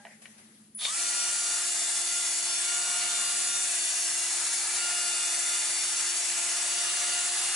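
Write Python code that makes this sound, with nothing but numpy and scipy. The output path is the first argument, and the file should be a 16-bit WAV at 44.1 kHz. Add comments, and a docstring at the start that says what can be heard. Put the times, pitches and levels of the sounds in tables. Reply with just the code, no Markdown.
"""Wire brush on a rusty bar

In a garage, close to a small stereo microphone, a cordless drill is handled while an engine idles far off.
Then it starts up and spins a wire brush against a rusty steel bar, the bar ringing under the scrape.
Motor, gears and engine are sums of tones locked to their rotation; fan, bristles, cloth and room are
shaped noise; knocks and gear rattle are bursts through resonators. A gain control evens the level.
"""
import sys
import numpy as np
from scipy import signal
from scipy.fft import rfft, irfft
from scipy.io import wavfile
from scipy.ndimage import uniform_filter1d

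SR = 44100
rng = np.random.default_rng(int(sys.argv[2]) if len(sys.argv) > 2 else 0)


def wrap_up_sound(samples):
    """Save the sound to the file named by the first command line argument, as 16-bit audio."""
    columns = np.atleast_2d(samples).T
    # keep every value between -1 and 1, then stretch to whole-number steps
    tamed = np.clip(columns, -1, 1)
    steps = np.round(tamed * 32767).astype(np.int16)
    wavfile.write(sys.argv[1], SR, steps)


N = 332955
T = np.arange(N) / SR  # time [s]

# How alike the two microphone ports hear a sound: (frequency [Hz], likeness [1 = the same])
PORT_LIKENESS = [(60, 0.96), (120, 0.97), (220, 1), (430, 0.98), (830, 0.82), (1610, 0.8), (3100, 0.57),
                 (5990, 0.41), (11600, 0.66)]
# Broad noise swells as the rotor spins up:
# (time [s], hiss re running level [dB], scrape re running level [dB])
SWELL = [(.77, -38.5, -38), (.82, -12, -6), (.84, -6, -6), (.98, 1.5, 0)]


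def amp(db):
    """Amplitude factor of a level in dB."""
    return 10 ** (np.asarray(db) / 20)


def evened(x):
    """Scale a signal to rms 1."""
    return x / np.sqrt(np.mean(x ** 2) + 1e-20)


def read(points, hz):
    """Read a (frequency, value) table on a logarithmic frequency scale."""
    f, value = np.transpose(points)
    return np.interp(np.log(hz + 1), np.log(f + 1), value)


def curves(rows):
    """Draw each column of a time table as a curve over the whole scene."""
    s, *columns = np.transpose(rows)
    return [np.interp(T, s, c) for c in columns]


def during(rows):
    """One while a time table lasts, with 5 ms edges."""
    inside_s = np.minimum(T - rows[0][0], rows[-1][0] - T)
    return np.clip(inside_s * 200, 0, 1)


def drift(top_hz, low_hz=0.3):
    """Slow chance of rms 1: twelve sines between the two rates, the slower ones stronger."""
    t = T[::128]
    rates = np.geomspace(low_hz, top_hz, 12)
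    waves = sum(np.sin(2 * np.pi * (f * t + rng.random())) / np.sqrt(f) for f in rates)
    return np.interp(T, t, evened(waves))


def resonate(x, hz, width_hz):
    """Ring a two-pole resonance; the narrower it is, the longer it rings."""
    r = np.exp(-np.pi * width_hz / SR)
    return signal.lfilter([1 - r, 0, r - 1], [1, -2 * r * np.cos(2 * np.pi * hz / SR), r * r], x)


def blotches(white, bins, steps):
    """Smooth white noise over frequency bins and time steps into blotches of rms 1."""
    across = uniform_filter1d(white, max(round(bins), 1), 0)
    return evened(uniform_filter1d(across, max(round(steps), 1), 1))


def noise(spectrum, same, patchy_db, size=512, modes=(), comb_db=0.):
    """Stereo noise from random short-time spectra with brief wide patches and lasting narrow ripples, rms 1."""
    frames, hz = 4 * N // size + 5, np.fft.rfftfreq(size, 1 / SR)
    a, b, c, d, patches, ripples = rng.standard_normal((frames, len(hz), 6)).T
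    frames_per_s = 4 * SR / size
    patches = blotches(patches, 650 * size / SR, .05 * frames_per_s)  # 650 Hz wide, 0.05 s long
    # reflections comb the sound as the tool moves: 70 Hz wide, 0.6 s long
    ripples = blotches(ripples, 70 * size / SR, .6 * frames_per_s)
    like = np.clip(read(same, hz), -1, 1)[:, None]
    left = a + 1j * b
    right = like * left + np.sqrt(1 - like ** 2) * (c + 1j * d)
    mode_power = 1 + sum(4 * amp(db) ** 2 / (1 + (2 * (hz - f) / w) ** 2) for f, w, db in modes)
    shape = amp(read(spectrum, hz)[:, None] + patchy_db * patches + comb_db * ripples)
    shape = shape * np.sqrt(mode_power * np.ones(len(hz)))[:, None]
    spectra = np.array([left, right]) * shape
    return evened(signal.istft(spectra, nperseg=size, noverlap=3 * size // 4)[1][:, :N])


def tone(turns, hz, db, blur_hz=0.):
    """A tone with a wandering phase; the ports hear it a little apart in phase, db being their mean's rms."""
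    walk = np.cumsum(rng.standard_normal(N)) * np.sqrt(2 * np.pi * blur_hz / SR)
    apart = np.arccos(np.clip(read(PORT_LIKENESS, hz), -1, 1))
    lag = np.clip(apart * drift(5.8), -2, 2)  # radians
    phase = 2 * np.pi * (turns + rng.random()) + walk
    return np.sqrt(2) * amp(db) * np.sin([phase + lag / 2, phase - lag / 2]) / np.cos(lag / 2)


def idling_engine():
    """An engine idles some way off: multiples of its cycle rate, aligned so that they sum to throbs."""
    # (time [s], rate [cycles/s], level change [dB])
    idle = [(0, 6.58, 0), (2.3, 6.58, -2.5), (2.7, 6.4, -5), (2.9, 6.6, 2), (3.4, 6.6, 2), (3.7, 6.45, -4),
            (4.4, 6.35, -5), (5.2, 6.4, -4), (7.1, 6.47, -1), (7.55, 6.4, -2)]
    # Sounding multiples of the cycle: (multiple)
    idle_orders = (15, 16, 17, 23, 24, 25, 29, 31, 32, 33, 34, 35, 45)
    # Levels of those multiples before the level change: (rms [dB])
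    idle_levels = [-101, -89, -86.5, -100, -81.5, -100, -86, -94, -72, -85.5, -72.5, -88, -106]
    first_throb_s = 0.0041
    rate, level_db = curves(idle)
    cycles = np.cumsum(rate) / SR - rate[0] * first_throb_s
    ports = np.array([[.02], [-.02]])  # the ports hear it a little apart, in turns
    engine = 0
    for k, db in zip(idle_orders, idle_levels):
        engine += amp(db + 0.52 * drift(2.8)) * np.cos(2 * np.pi * (k * cycles + ports))
    return np.sqrt(2) * amp(level_db) * engine


def room_noise():
    """Low noise of the garage itself, steady in level."""
    # (frequency [Hz], relative density [dB per Hz])
    room_spectrum = [(25, -38), (55, -19), (90, -9), (130, -5.5), (170, -6), (250, -3.5), (350, -6),
                     (500, -11.5), (700, -29.5)]
    return amp(-75) * noise(room_spectrum, PORT_LIKENESS, 2.0, size=4096)


def rustle():
    """Sleeves rustle throughout the handling and a hand swipes over cloth: bright and duller noise."""
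    # Sleeves: (time [s], bright rustle rms [dB], duller scuffing rms [dB])
    sleeves = [(0, -65, -65), (.12, -65.5, -62.5), (.21, -62.5, -75), (.3, -60, -69), (.42, -62.5, -70),
               (.62, -63, -77), (.74, -68, -86), (.8, -62, -82)]
    # Swipes: (time [s], bright rustle rms [dB], duller scuffing rms [dB])
    swipes = [(.215, -54, -59.5), (.377, -56, -67)]
    # Bright rustle of cloth: (frequency [Hz], relative density [dB per Hz])
    cloth_spectrum = [(300, -17), (600, -10.5), (2000, -8.5), (3500, -7.5), (5500, -9.5), (8000, -7.5),
                      (10500, 0), (11500, -3.5)]
    # Duller scuffing: (frequency [Hz], relative density [dB per Hz])
    scuff_spectrum = [(350, -36), (600, 8.5), (1100, -3), (2000, 11), (3000, -6), (5000, -4)]
    # How alike the ports hear the cloth: (frequency [Hz], likeness [1 = the same])
    cloth_likeness = [(60, 0.97), (220, -0.28), (830, 0.12), (3100, 0.11), (11600, -0.32)]
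    rise_s, t60_s, lean_db = 0.0065, 0.35, 3.  # of a swipe; the hands are nearer the left port
    power = amp(curves(sleeves)) ** 2
    for s, *db in swipes:
        after = np.maximum(T - s, 0)
        rise = np.minimum(after / rise_s, 1)
        power += (rise * amp(np.array(db)[:, None] - 60 * after / t60_s)) ** 2
    bright = np.sqrt(power[0]) * noise(cloth_spectrum, cloth_likeness, 1.8)
    dull = np.sqrt(power[1]) * noise(scuff_spectrum, cloth_likeness, 2.8)
    return (bright + dull) * amp([[lean_db / 2], [-lean_db / 2]])


def ringing_metal():
    """Metal still ringing at the opening: slightly blurred tones that die away."""
    # (frequency [Hz], rms at the opening [dB], t60 [s])
    ringing = [(596, -73, 0.77), (820, -67.5, 0.56), (1620, -67, 0.46)]
    return sum(tone(hz * T, hz, db - 60 * T / t60, 6.6) for hz, db, t60 in ringing)


def knocks():
    """Each knock of the tool rings the housing modes near its centre and the low body, with a noisy tail."""
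    # (time [s], peak [dB], centre [Hz], t60 of the tail [s], left minus right [dB], low body re housing [dB])
    blows = [(.051, -38, 2050, 0.17, 2, 3), (0.068, -46, 1960, .14, -3, -10), (.111, -54, 1900, .1, 5, -1),
             (.256, -40.5, 2700, 0.1, 7, -27), (.791, -51, 4200, .05, 2, -20),
             (.852, -21.5, 4000, .05, 0, -18)]
    # Modes of the housing: (frequency [Hz], level [dB])
    housing_modes = [(1200, -6), (1550, -3), (1880, 8), (2300, 4.5), (2750, 1), (3600, -12), (5000, -12),
                     (7500, -20)]
    # Modes of the low body: (frequency [Hz], level [dB])
    body_modes = [(610, -6), (690, 11), (840, 2)]
    out, t = np.zeros((2, N)), np.arange(SR // 4) / SR
    for s, db, hz, t60, pan_db, body_db in blows:
        decay = np.exp(-t / 0.0011) + 0.22 * amp(-60 * t / t60)
        blow = rng.standard_normal((2, len(t))) * decay
        blow[1] = .8 * blow[0] + .6 * blow[1]  # the ports hear much the same blow
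        # a blunt blow holds little treble
        blow = signal.sosfilt(signal.butter(2, 1.4 * hz, fs=SR, output="sos"), blow)
        housing = 0
        for f, mode_db in housing_modes:
            off_centre_db = 6 * abs(np.log2(f / hz))  # 6 dB weaker per octave from the centre
            housing += amp(mode_db - off_centre_db) * resonate(blow, f, .1 * f)
        body = sum(amp(mode_db) * resonate(blow, f, 75.0) for f, mode_db in body_modes)
        ring = evened(housing) + amp(body_db) * evened(body)
        pan = np.array([[pan_db / 2], [-pan_db / 2]])
        at = round(s * SR)
        out[:, at:at + len(t)] += amp(db + pan) * ring / abs(ring).max()
    return out


def switching_whine():
    """Switching whine of the speed control: one tone climbs while another holds the first pitch."""
    # (time [s], frequency [Hz], rms [dB], rms of the part that stays at the first pitch [dB])
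    whine = [(.745, 9950, -72, -90), (.75, 9950, -47, -90), (.795, 9930, -45, -60), (.81, 10120, -42, -46),
             (.83, 10350, -41, -47), (.85, 10550, -45, -70), (.87, 10700, -70, -90)]
    hz, db, held_db = curves(whine)
    climbing = tone(np.cumsum(hz) / SR, hz[0], db)
    held = tone(hz[0] * T, hz[0], held_db)
    return (climbing + held) * during(whine)


def gear_rattle():
    """Gears rattle while the slack is taken up: random clicks ring the modes of the case."""
    # (time [s], rms [dB])
    rattle = [(0.787, -50), (0.82, -40), (0.858, -29), (0.885, -38), (0.93, -47)]
    # Modes of the case: (frequency [Hz], width [Hz], level [dB])
    case_modes = [(3600, 140, 0), (3330, 180, -11), (4250, 250, -12)]
    clicks = rng.standard_normal((3, N)) * (rng.random((3, N)) < 3000 / SR)  # 3000 a second
    at_ports = clicks[0] + 0.75 * clicks[1:]  # a shared part and one for each port
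    ring = evened(sum(amp(db) * resonate(at_ports, f, w) for f, w, db in case_modes))
    return amp(curves(rattle)[0]) * ring * during(rattle)


def brush_noise(turns):
    """Fan and bristle hiss pulses once a rotor turn and bursts as wires snag; the scrape rings in the bar."""
    # Hiss: (frequency [Hz], relative density [dB per Hz])
    hiss_spectrum = [(2350, -68), (4000, -10), (4430, -7.5), (4700, -7), (4810, -7.5), (5300, -7.5),
                     (5460, -6), (5950, -2), (6940, -0.5), (10400, 0.5), (11100, -8), (14400, -50),
                     (22000, -120)]
    # Resonant peaks in the hiss: (frequency [Hz], width [Hz], level before a 6 dB lift [dB])
    hiss_peaks = [(6690, 200, -4), (7190, 200, -4.5), (7850, 460, -6), (8250, 200, -16), (8540, 160, -14),
                  (9180, 200, -16), (11090, 780, -7.5)]
    # Scrape: (frequency [Hz], relative density [dB per Hz])
    scrape_spectrum = [(250, -65), (330, -17), (500, -18.5), (650, -4.5), (900, -6), (1500, -3.5),
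                       (2300, 0.5), (3200, -2), (4500, -2), (5500, -1.5), (7000, -16.5)]
    # Modes of the bar: (frequency [Hz], width [Hz], level before a 6 dB lift [dB])
    bar_modes = [(868, 24, -5.5), (1222, 55, -4.5), (1712, 22, -1), (1713, 58, -5.5), (1998, 38, -2),
                 (3000, 110, -6)]
    # Running level of the scrape in the bar: (time [s], rms [dB])
    pressure = [(1, -38.5), (2.5, -39), (3, -36.5), (4.2, -38.5), (5, -36.8), (5.9, -37), (7.55, -36)]
    comb_db = 2.4  # depth of the reflection ripples
    hiss_up_db, scrape_up_db = curves(SWELL)
    flicker = evened(uniform_filter1d(rng.standard_normal(N), size=700))  # uneven bristle contact
    pulse = 1 + .11 * np.cos(2 * np.pi * turns)
    snags = rng.random(N) < 900 / SR  # 900 a second
    ticks = amp(4.0 * np.minimum(rng.exponential(1, N), 4)) * snags
    burst = np.exp(-np.arange(150) / 35.)  # a wire snags: brief burst
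    bite = 1 + 0.038 * evened(np.convolve(ticks, burst)[:N])
    hiss = noise(hiss_spectrum, PORT_LIKENESS, 0.85, size=2048, modes=hiss_peaks, comb_db=comb_db)
    hiss = amp(-31 + hiss_up_db + .5 * flicker) * pulse * evened(bite * hiss)
    scrape = noise(scrape_spectrum, PORT_LIKENESS, .8, size=2048, modes=bar_modes, comb_db=comb_db)
    scrape = amp(curves(pressure)[0] + scrape_up_db + 0.53 * flicker) * scrape
    return hiss + scrape


def rumble():
    """Low noise under the running tool, wandering in level."""
    # (frequency [Hz], relative density [dB per Hz])
    rumble_spectrum = [(15, -51), (25, -21), (48, -10), (86, 1), (113, -1), (151, -10), (170, -5),
                       (220, -31), (370, -120)]
    # (time [s], rms before the wander [dB])
    shake = [(.77, -75), (.86, -88), (1.5, -93), (2.5, -100), (2.85, -82), (4.2, -83), (5.4, -78),
             (7.55, -79)]
    level_db = curves(shake)[0] + 2.5 * drift(6.)
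    return amp(level_db) * noise(rumble_spectrum, PORT_LIKENESS, 1.1, size=4096)


def motor():
    """Rotor and gear tones at multiples of the rotor speed; returns the tones and the rotor angle in turns."""
    # Spin-up: (time [s], speed [turns/s], tones re running level [dB], four-pole tone re running level [dB])
    spin_up = [(.8, 70, -45, -35), (.85, 185, -24, -9), (.88, 280, -12, 0), (.9, 308, -11, 2),
               (.95, 338, -6, -2), (1.0, 347, 0, 0)]
    # The load of the brush sags the rotor: (time [s], speed [turns/s])
    loaded_speed = [(1.05, 350.6), (1.2, 351.6), (1.55, 351.4), (1.93, 347.1), (2.17, 351.6), (2.32, 346.8),
                    (2.55, 347.5), (2.85, 354.9), (3.05, 353), (3.6, 351.6), (3.8, 348.9), (4.43, 347.9),
                    (4.68, 349.4), (4.92, 353.2), (5.1, 351.4), (5.55, 351.2), (5.8, 349), (6.3, 349.2),
                    (6.9, 351.8), (7.17, 353.7), (7.32, 352.2), (7.55, 352)]
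    # Rotor orders of the pole tones: (multiple)
    pole_orders = (4, 8)
    # They flare and drop out as grip and angle change: (time [s], rms of order 4 [dB], of order 8 [dB])
    pole_levels = [(1.02, -49, -52), (1.15, -45.5, -48), (1.4, -46, -50), (1.66, -49.5, -52),
                   (1.74, -66, -52), (1.88, -52, -54), (2.08, -52, -52), (2.14, -45, -46),
                   (2.3, -53.5, -54), (2.63, -51.5, -51), (2.69, -43.5, -45), (3.2, -47, -45),
                   (3.68, -49, -52), (3.75, -69, -49), (4.28, -69, -48), (4.37, -52, -61), (4.5, -53, -54),
                   (4.6, -56, -64), (4.76, -50, -57), (4.83, -42.5, -43), (5.15, -45.5, -43),
                   (5.3, -50.5, -49), (5.55, -47.5, -50), (5.78, -61, -52), (5.95, -49.5, -54),
                   (6.15, -54, -53), (6.28, -68, -66), (6.38, -47.5, -53), (6.64, -56, -56),
                   (6.7, -50, -46), (6.95, -51, -47), (7.2, -44, -42), (7.32, -56, -55), (7.43, -51, -43),
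                   (7.55, -53, -44)]
    # Rotor orders of the slower tones, the last a high gear tone: (multiple)
    slow_orders = (2, 10, 13, 16, 29.73)
    # They change more slowly: (time [s], rms of orders 2, 10, 13, 16 and of the high gear tone [dB])
    slow_levels = [(1.02, -57, -69, -46, -45, -62), (1.4, -57.5, -64, -46.5, -45, -62),
                   (1.9, -55.5, -51.5, -48, -48, -52), (2.6, -55.5, -48, -47.5, -47.5, -55),
                   (2.95, -48.5, -49, -49, -45, -60), (3.25, -54.5, -48, -46, -52, -44),
                   (3.6, -59, -51, -50.5, -46, -41), (4.0, -55, -60, -46, -42.5, -39),
                   (4.4, -64, -54, -56, -49, -48), (4.55, -66, -65, -47.5, -49, -44),
                   (4.9, -51, -51, -45.5, -51, -62), (5.5, -57, -47, -45, -44.5, -46),
                   (6.1, -67, -56, -44, -45, -48), (6.45, -56, -55, -53, -48, -57),
                   (6.75, -52.5, -49, -44, -45, -55), (7.2, -49.5, -50, -47, -49, -58),
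                   (7.55, -54, -52, -50, -51, -55)]
    # Shaft and gear mesh: (multiple, rms at first [dB], rms at last [dB], slow wander [dB])
    steady_tones = [(1, -60, -57.6, .4), (10.21, -50, -50.5, 2.2)]
    # Weaker rotor and gear tones: (multiple)
    weak_multiples = (2.52, 3.29, 4.5, 4.9, 5, 7, 7.5, 9.21, 11.21, 12, 17.6, 19.5, 20.5, 21.48, 26.02,
                      28.04)
    # Those weak tones drift by chance: (rms [dB], twice the blur [Hz])
    weak_levels = [(-68, 10), (-68, 10), (-62, 10), (-64, 10), (-66, 6), (-57, 3), (-65, 10), (-67, 8),
                   (-60, 5), (-54, 3), (-62, 10), (-55, 15), (-54, 15), (-59, 20), (-58, 20), (-60, 15)]

    speed = curves([row[:2] for row in spin_up] + list(loaded_speed))[0]
    turns = np.cumsum(speed) / SR
    _, up_db, pole_up_db = curves(spin_up)
    levels = [*zip(pole_orders, curves(pole_levels)), *zip(slow_orders, curves(slow_levels))]
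    for k, first_db, last_db, wander_db in steady_tones:
        levels.append((k, np.linspace(first_db, last_db, N) + wander_db * drift(3.)))
    out = 0
    for k, db in levels:
        flutter_db = min(1 + .1 * k, 2.) * drift(60, low_hz=3)  # high orders flicker more
        rise_db = pole_up_db if k == 4 else up_db
        out += tone(k * turns, k * speed[-1], db + rise_db + flutter_db, .05 * k)
    for k, (db, blur) in zip(weak_multiples, weak_levels):
        wander_db = 2.8 * drift(30, low_hz=.5)
        out += tone(k * turns, k * speed[-1], db + 2 * up_db + wander_db, blur / 2)
    return out * (T > spin_up[0][0]), turns


def scene():
    """Handling and the garage first, then the drill starts and the brush bites."""
    tones, turns = motor()
    before = idling_engine() + room_noise() + rustle() + ringing_metal() + knocks()
    starting = switching_whine() + gear_rattle()
    running = np.clip((T - SWELL[0][0]) * 100, 0, 1)  # 10 ms fade-in
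    return before + starting + (brush_noise(turns) + rumble()) * running + tones


def record(dry):
    """Gain control lifts quiet moments and falls as the tool gets loud; port balance; band limit."""
    # Balance of the microphone ports: (frequency [Hz], left minus right [dB])
    port_lean = [(60, 0.0), (120, -0.5), (220, -0.5), (430, -0.5), (830, 0), (1610, 0.0), (3100, -1),
                 (5990, 2.5), (11600, 0.5)]
    power_db = 10 * np.log10(abs(uniform_filter1d((dry ** 2).mean(0), size=3000)) + 1e-12)
    fall = T * 2.0  # the held level falls 2 dB a second
    held_db = np.maximum.accumulate(power_db + fall) - fall
    lift_db = np.clip(-.4 * (held_db + 28), -3, 8.0)
    lifted = dry * amp(uniform_filter1d(lift_db, size=1500))
    # small microphones lose the bass
    lifted = signal.sosfilt(signal.butter(2, 90., "high", fs=SR, output="sos"), lifted)
    lean = amp(read(port_lean, np.fft.rfftfreq(N, 1 / SR)) / 2)
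    balanced = irfft(rfft(lifted) * [lean, 1 / lean], N)
    low_pass = signal.firwin(1535, 11040, window=("kaiser", 9), fs=SR)  # steep treble edge at 11040 Hz
    return signal.oaconvolve(balanced, low_pass[None], "same")


dry = scene()
out = record(dry)
wrap_up_sound(out)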